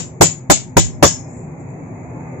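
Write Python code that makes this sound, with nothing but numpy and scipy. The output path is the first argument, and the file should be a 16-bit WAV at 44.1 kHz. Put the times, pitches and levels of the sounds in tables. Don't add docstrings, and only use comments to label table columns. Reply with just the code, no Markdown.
import sys
import numpy as np
from scipy import signal
from scipy.fft import rfft, irfft, next_fast_len
from scipy.io import wavfile
from scipy.ndimage import uniform_filter1d

SR = 44100
rng = np.random.default_rng(int(sys.argv[2]) if len(sys.argv) > 2 else 0)


def waveform_to_disk(signal):
    frames = np.transpose(np.atleast_2d(signal))
    scaled = np.clip(frames, -1, 1) * 32767
    samples = np.round(scaled).astype(np.int16)
    wavfile.write(sys.argv[1], SR, samples)


N = 105840

# start in seconds,
# thud, clatter and ring levels in dB, thud T60 in seconds, block level in dB, extra level of its lowest mode in dB.
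BLOWS = [(-.062, 10.5, -8.5, -13, 0.081, 3.5, -1.5), (0.2095, 7.5, -3, -6, 0.068, 7.5, -2),
         (0.4989, 8, -4, -10, .06, 5.5, -1.5), (0.768, 8.5, -6.5, -19.5, 0.048, 6.5, 11.5),
         (1.026, 10.5, -2.5, -20.5, 0.074, 4.5, 9.5), (1.061, -11.5, -21.5, -19.5, 0.032, -11, 6.5),
         (1.077, -40, -36, -34.5, 0.034, -19, 17)]
# frequency in Hz, density in dB per Hz.
THUD_SPECTRUM = [(24, -31), (40, 6), (177, 4.5), (605, -1), (932, -0.5), (2500, -19.5), (3250, -50.5),
                 (5500, -120)]
# frequency in Hz, level in dB, T60 in seconds.
THUD_MODES = [(337.4, -11.5, 0.1), (493.2, -12, 0.04), (577.3, -4, 0.064), (725, -14.5, 0.065),
              (814, -13, 0.049), (923.4, -10.5, 0.04), (1071, -11.5, 0.044)]
# frequency in Hz, density in dB per Hz.
CLATTER_SPECTRUM = [(300, -5), (650, -13), (1200, -28), (3100, -12.5), (3850, -15), (5200, -10.5),
                    (7070, -6), (8150, -22), (8500, -28.5), (10500, -23.5), (13700, -15.5), (15300, -30),
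                    (15600, -61)]
# frequency in Hz, T60 in seconds.
CLATTER_T60 = [(300, 0.099), (1000, 0.32), (3000, 0.22), (5000, 0.21), (7000, 0.22), (8150, 0.28),
               (8400, .075), (11000, .07), (14000, 0.064)]
# frequency in Hz, level in dB, T60 in seconds.
STEEL_MODES = [(6180, -16.5, .16), (6200, -8.5, 0.2364), (6750, -21, 0.16), (6140, -11, .14),
               (6970, -8.5, 0.12), (6827, -6.5, 0.3), (6850, -10.5, 0.28), (7010, -4, 0.059),
               (7140, -14, 0.088), (7360, -9.5, 0.16), (7308, -4, 0.25), (7360, -18.5, 0.11),
               (7840, 0.5, .15)]
# frequency in Hz, level in dB, T60 in seconds.
BLOCK_MODES = [(97.54, -25.5, 0.46), (162.2, -18, 0.37)]
# frequency in Hz, level in dB, T60 in seconds.
FREE_END_MODES = [(5200, -15, 0.33), (5350, -12.5, 0.35), (5640, -16, 0.27), (5800, -8, .3),
                  (6360, -7.5, 0.35), (6900, -13, 0.38)]
# start in seconds, level in dB.
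FREE_END_RINGS = [(.769, -22), (1.026, -23), (1.06, -14)]
# frequency in Hz, density in dB per Hz.
RUMBLE_SPECTRUM = [(15, -68.5), (25, -20.5), (93, -3), (166, 2), (204, -11), (249, -7), (287, -9),
                   (351, -12), (853, -16.5), (1470, -32.5), (2160, -27), (2590, -33), (3100, -87),
                   (4030, -115), (6820, -120)]
# time in seconds, level in dB.
RUMBLE_LEVEL = [(0, -36), (.6, -35), (1.2, -31), (1.8, -30.5), (2.4, -28.5)]
# time in seconds, gain in dB.
TREBLE_GAIN = [(0, -0.5), (.6, -3.5), (1.2, -2.5), (1.7, -1), (2.4, 0.5)]
# frequency in Hz, width at half amplitude in Hz, level in dB.
HUM_BANDS = [(127.2, 42, -37.5), (161.6, 34, -49), (250.4, 26, -42), (361.8, 36, -48)]
# frequency in Hz, correlation (1 is identical).
LIKENESS = [(60, 0.91), (180, 1), (540, 0.54), (1640, -0.19), (4940, 0.17), (14900, 0.19)]
# frequency in Hz, density in dB per Hz.
HISS_SPECTRUM = [(1760, -73.5), (3000, -34.5), (3410, -21), (5650, -28.5), (6160, -2.5), (7040, 2.5),
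                 (7710, -10), (7840, -18), (8400, -46.5), (10900, -70), (18500, -120)]
# start in seconds, time to the peak in seconds, level in dB, gain below 5500 Hz in dB.
SCRAPES = [(0.799, 0.029, -40, 5), (1.08, 0.035, -42, 4), (1.271, 0.05, -51.5, -9.5),
           (1.348, 0.028, -50.5, -18), (1.594, 0.012, -55, -12), (1.697, 0.0068, -55, -13.5)]
# frequency in Hz, density in dB per Hz.
SCRAPE_SPECTRUM = [(1200, -18), (1650, -3), (2300, -9), (2800, -24.5), (4700, -19.5), (5200, -1), (6500, 4),
                   (7400, 12.5), (8100, -2.5), (8500, -51), (9500, -120)]
# time in seconds, frequency in Hz, level in dB.
WHINE = [(1.2, 624, -62), (1.5, 633, -56.5), (1.899, 666, -51), (2.1, 716, -43.5), (2.4, 789, -54.5)]
# frequency in Hz, left over right in dB.
LEFT_OVER_RIGHT = [(200, 0.5), (4000, 0.55), (6000, 0), (7000, 16), (9000, -7), (14000, 13)]

RING_RISE_S, THUD_RISE_S, BLOCK_RISE_S = 0.004, 0.0018, 0.0019
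SMEAR_S = 0.01
THUD_HOLD = 1.33
PULSE_DB, PULSE_S, PULSE_PEAK_S = -8, 0.002, -0.00017
WANDER_RAD, WANDER_STEP_S = 1.5, 0.01
FLUTTER_DB_PER_RAD = 2.5
JAGGED_DB, PATCHY_DB = 3.5, 2.05
HISS_DB = -61
WHINE_UPPER_RATIO, WHINE_UPPER_DB, WHINE_WAVER_DB = 1.17, -4.5, 5.5
CLIP_AT, CLIP_HARDNESS = 1.0, 11
BASS_CUT_HZ, TOP_HZ = 56.5, 15488


def amp(db):
    return 10 ** (np.asarray(db) / 20)


def unit(x):
    return x / np.sqrt(np.mean(x ** 2) + 1e-20)


def along(points, hz):
    f, v = np.transpose(points)[:2]
    return np.interp(np.log(hz + 1), np.log(f + 1), v)


def curve(rows):
    return np.interp(np.arange(N) / SR, *np.transpose(rows))


def filtered(x, response):
    n = x.shape[-1]
    padded = next_fast_len(n + 8192)
    hz = np.fft.rfftfreq(padded, 1 / SR)
    return irfft(rfft(x, padded) * response(hz), padded)[..., :n]


def noise(spectrum, size):
    white = rng.standard_normal((2, size))
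    return unit(filtered(white, lambda hz: amp(along(spectrum, hz))))


def add(track, s, sound):
    at = round((s + .5) * SR)
    track[:, at:at + sound.shape[1]] += sound


def ringing(modes, t, rise):
    hz, db, t60 = np.transpose(modes)[:, :, None]
    strength, phase = 2 * rng.standard_normal((2, 2, len(modes), 1))
    knots = WANDER_RAD * rng.standard_normal((2 * len(modes), 200))
    wander = np.array([np.interp(t / WANDER_STEP_S, np.arange(200), k) for k in knots])
    wander = wander.reshape(2, len(modes), -1)
    level = amp(db + strength + FLUTTER_DB_PER_RAD * wander[::-1] - 60 * t / t60)
    wave = np.sin(2 * np.pi * hz * t + phase + wander * np.sqrt(hz / 7000))
    return (level * wave).sum(axis=1) * (1 - np.exp(-t / rise))


def onset_pulse(level_db):
    u = np.arange(SR // 50) / SR / PULSE_S - 5
    pulse = (1 - u * u / 2) * np.exp(-u * u / 2)
    return amp(level_db) * pulse[None]


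def thud(t, level_db, t60):
    fade = amp(-60 * (t / t60) ** THUD_HOLD)
    body = fade * noise(THUD_SPECTRUM, len(t))
    return amp(level_db) * (body + ringing(THUD_MODES, t, THUD_RISE_S))


def jagged(pair):
    knots = rng.standard_normal(600)
    return unit(filtered(pair, lambda hz: amp(JAGGED_DB * np.interp(hz / 40, np.arange(600), knots))))


def clatter(t, level_db):
    hz, frames, z = signal.stft(jagged(noise(CLATTER_SPECTRUM, len(t))), SR, nperseg=128)
    level = amp(level_db - 60 * frames / along(CLATTER_T60, hz)[:, None])
    return signal.istft(z * level, SR, nperseg=128)[1][:, :len(t)]


def block(t, level_db, lowest_db):
    lowest = amp(lowest_db) * ringing(BLOCK_MODES[:1], t, BLOCK_RISE_S)
    return amp(level_db) * (lowest + ringing(BLOCK_MODES[1:], t, BLOCK_RISE_S))


def steel_ring(t, level_db):
    near = rng.standard_normal((2, SR // 10)) * np.exp(-t[:SR // 10] / SMEAR_S)
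    near /= np.linalg.norm(near[0])
    ring = signal.fftconvolve(ringing(STEEL_MODES, t, RING_RISE_S), near, axes=1)
    return amp(level_db) * ring[:, :len(t)]


def hammer():
    track, t = np.zeros((2, N + 2 * SR)), np.arange(SR // 2) / SR
    onset = 1 - np.exp(-t / THUD_RISE_S)
    for s, thud_db, clatter_db, ring_db, t60, block_db, lowest_db in BLOWS:
        impact = thud(t, thud_db, t60) + clatter(t, clatter_db) + block(t, block_db, lowest_db)
        add(track, s, onset * impact + steel_ring(t, ring_db))
        add(track, s - 5 * PULSE_S + PULSE_PEAK_S, onset_pulse(PULSE_DB + block_db))
    for s, db in FREE_END_RINGS:
        add(track, s, amp(db) * ringing(FREE_END_MODES, t, RING_RISE_S))
    return track[:, SR // 2:][:, :N]


def patchy(pair):
    z = signal.stft(pair, nperseg=2048, noverlap=1536)[2]
    field = rng.standard_normal(z.shape[1:])
    field = uniform_filter1d(uniform_filter1d(field, size=3, axis=0), size=9, axis=1)
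    return unit(signal.istft(z * amp(PATCHY_DB * unit(field)), nperseg=2048, noverlap=1536)[1][:, :N])


def rumble(gain):
    sound = patchy(noise(RUMBLE_SPECTRUM, N))
    upper = filtered(sound, lambda hz: 1 / (1 + (300 / (hz + 1)) ** 4))
    return amp(curve(RUMBLE_LEVEL)) * (sound + (gain - 1) * upper)


def hum():
    total = np.zeros((2, N))
    for hz, width, db in HUM_BANDS:
        white = rng.standard_normal((2, N))
        total += amp(db) * unit(filtered(white, lambda f: 1 / (1 + ((f - hz) / width * 2) ** 2)))
    return total


def alike(pair):
    turn = lambda hz: np.arccos(np.clip(along(LIKENESS, hz), -1, 1)) / 2
    mid, side = filtered(pair, lambda hz: np.array([np.cos(turn(hz)), np.sin(turn(hz))]))
    return np.array([mid + side, mid - side])


def hiss(gain):
    return amp(HISS_DB) * gain * noise(HISS_SPECTRUM, N)


def background():
    gain = amp(curve(TREBLE_GAIN))
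    return alike(rumble(gain) + hum()) + hiss(gain)


def scrapes():
    track = np.zeros((2, N + 2 * SR))
    for s, peak_s, db, lower_db in SCRAPES:
        u = np.arange(SR // 2) / SR / peak_s
        swell = u * np.exp(1 - u)
        grit = amp(0.5 * unit(uniform_filter1d(rng.standard_normal(len(u)), size=150)))
        tilt = lambda hz: amp(along([(5500, lower_db), (7000, 0)], hz))
        add(track, s, amp(db) * swell * grit * filtered(noise(SCRAPE_SPECTRUM, len(u)), tilt))
    return track[:, SR // 2:][:, :N]


def whine():
    s, hz, db = np.transpose(WHINE)
    t = np.arange(N) / SR
    phase = 2 * np.pi * np.cumsum(np.interp(t, s, hz)) / SR
    waver = [np.interp(t * 25, np.arange(70), k) for k in rng.standard_normal((4, 70))]
    lower = amp(WHINE_WAVER_DB * waver[0]) * np.sin(phase + waver[1])
    upper_level = amp(WHINE_UPPER_DB + WHINE_WAVER_DB * waver[2])
    upper = upper_level * np.sin(WHINE_UPPER_RATIO * phase + waver[3])
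    return amp(np.interp(t, s, db, left=-120)) * (lower + upper)


def scene():
    return hammer() + background() + scrapes() + whine()


def clip(x):
    return x / (1 + np.abs(x / CLIP_AT) ** CLIP_HARDNESS) ** (1 / CLIP_HARDNESS)


def record(dry):
    half = np.array([[.5], [-.5]])
    x = clip(filtered(dry, lambda hz: amp(along(LEFT_OVER_RIGHT, hz) * half)))
    x = filtered(x, lambda hz: (1j * hz / (BASS_CUT_HZ + 1j * hz)) ** 2)
    top = lambda hz: .065 + .935 / (1 + (hz / TOP_HZ) ** 150)
    return np.clip(filtered(np.clip(x, -1, 1), top), -1, 1)


dry = scene()
out = record(dry)
waveform_to_disk(out)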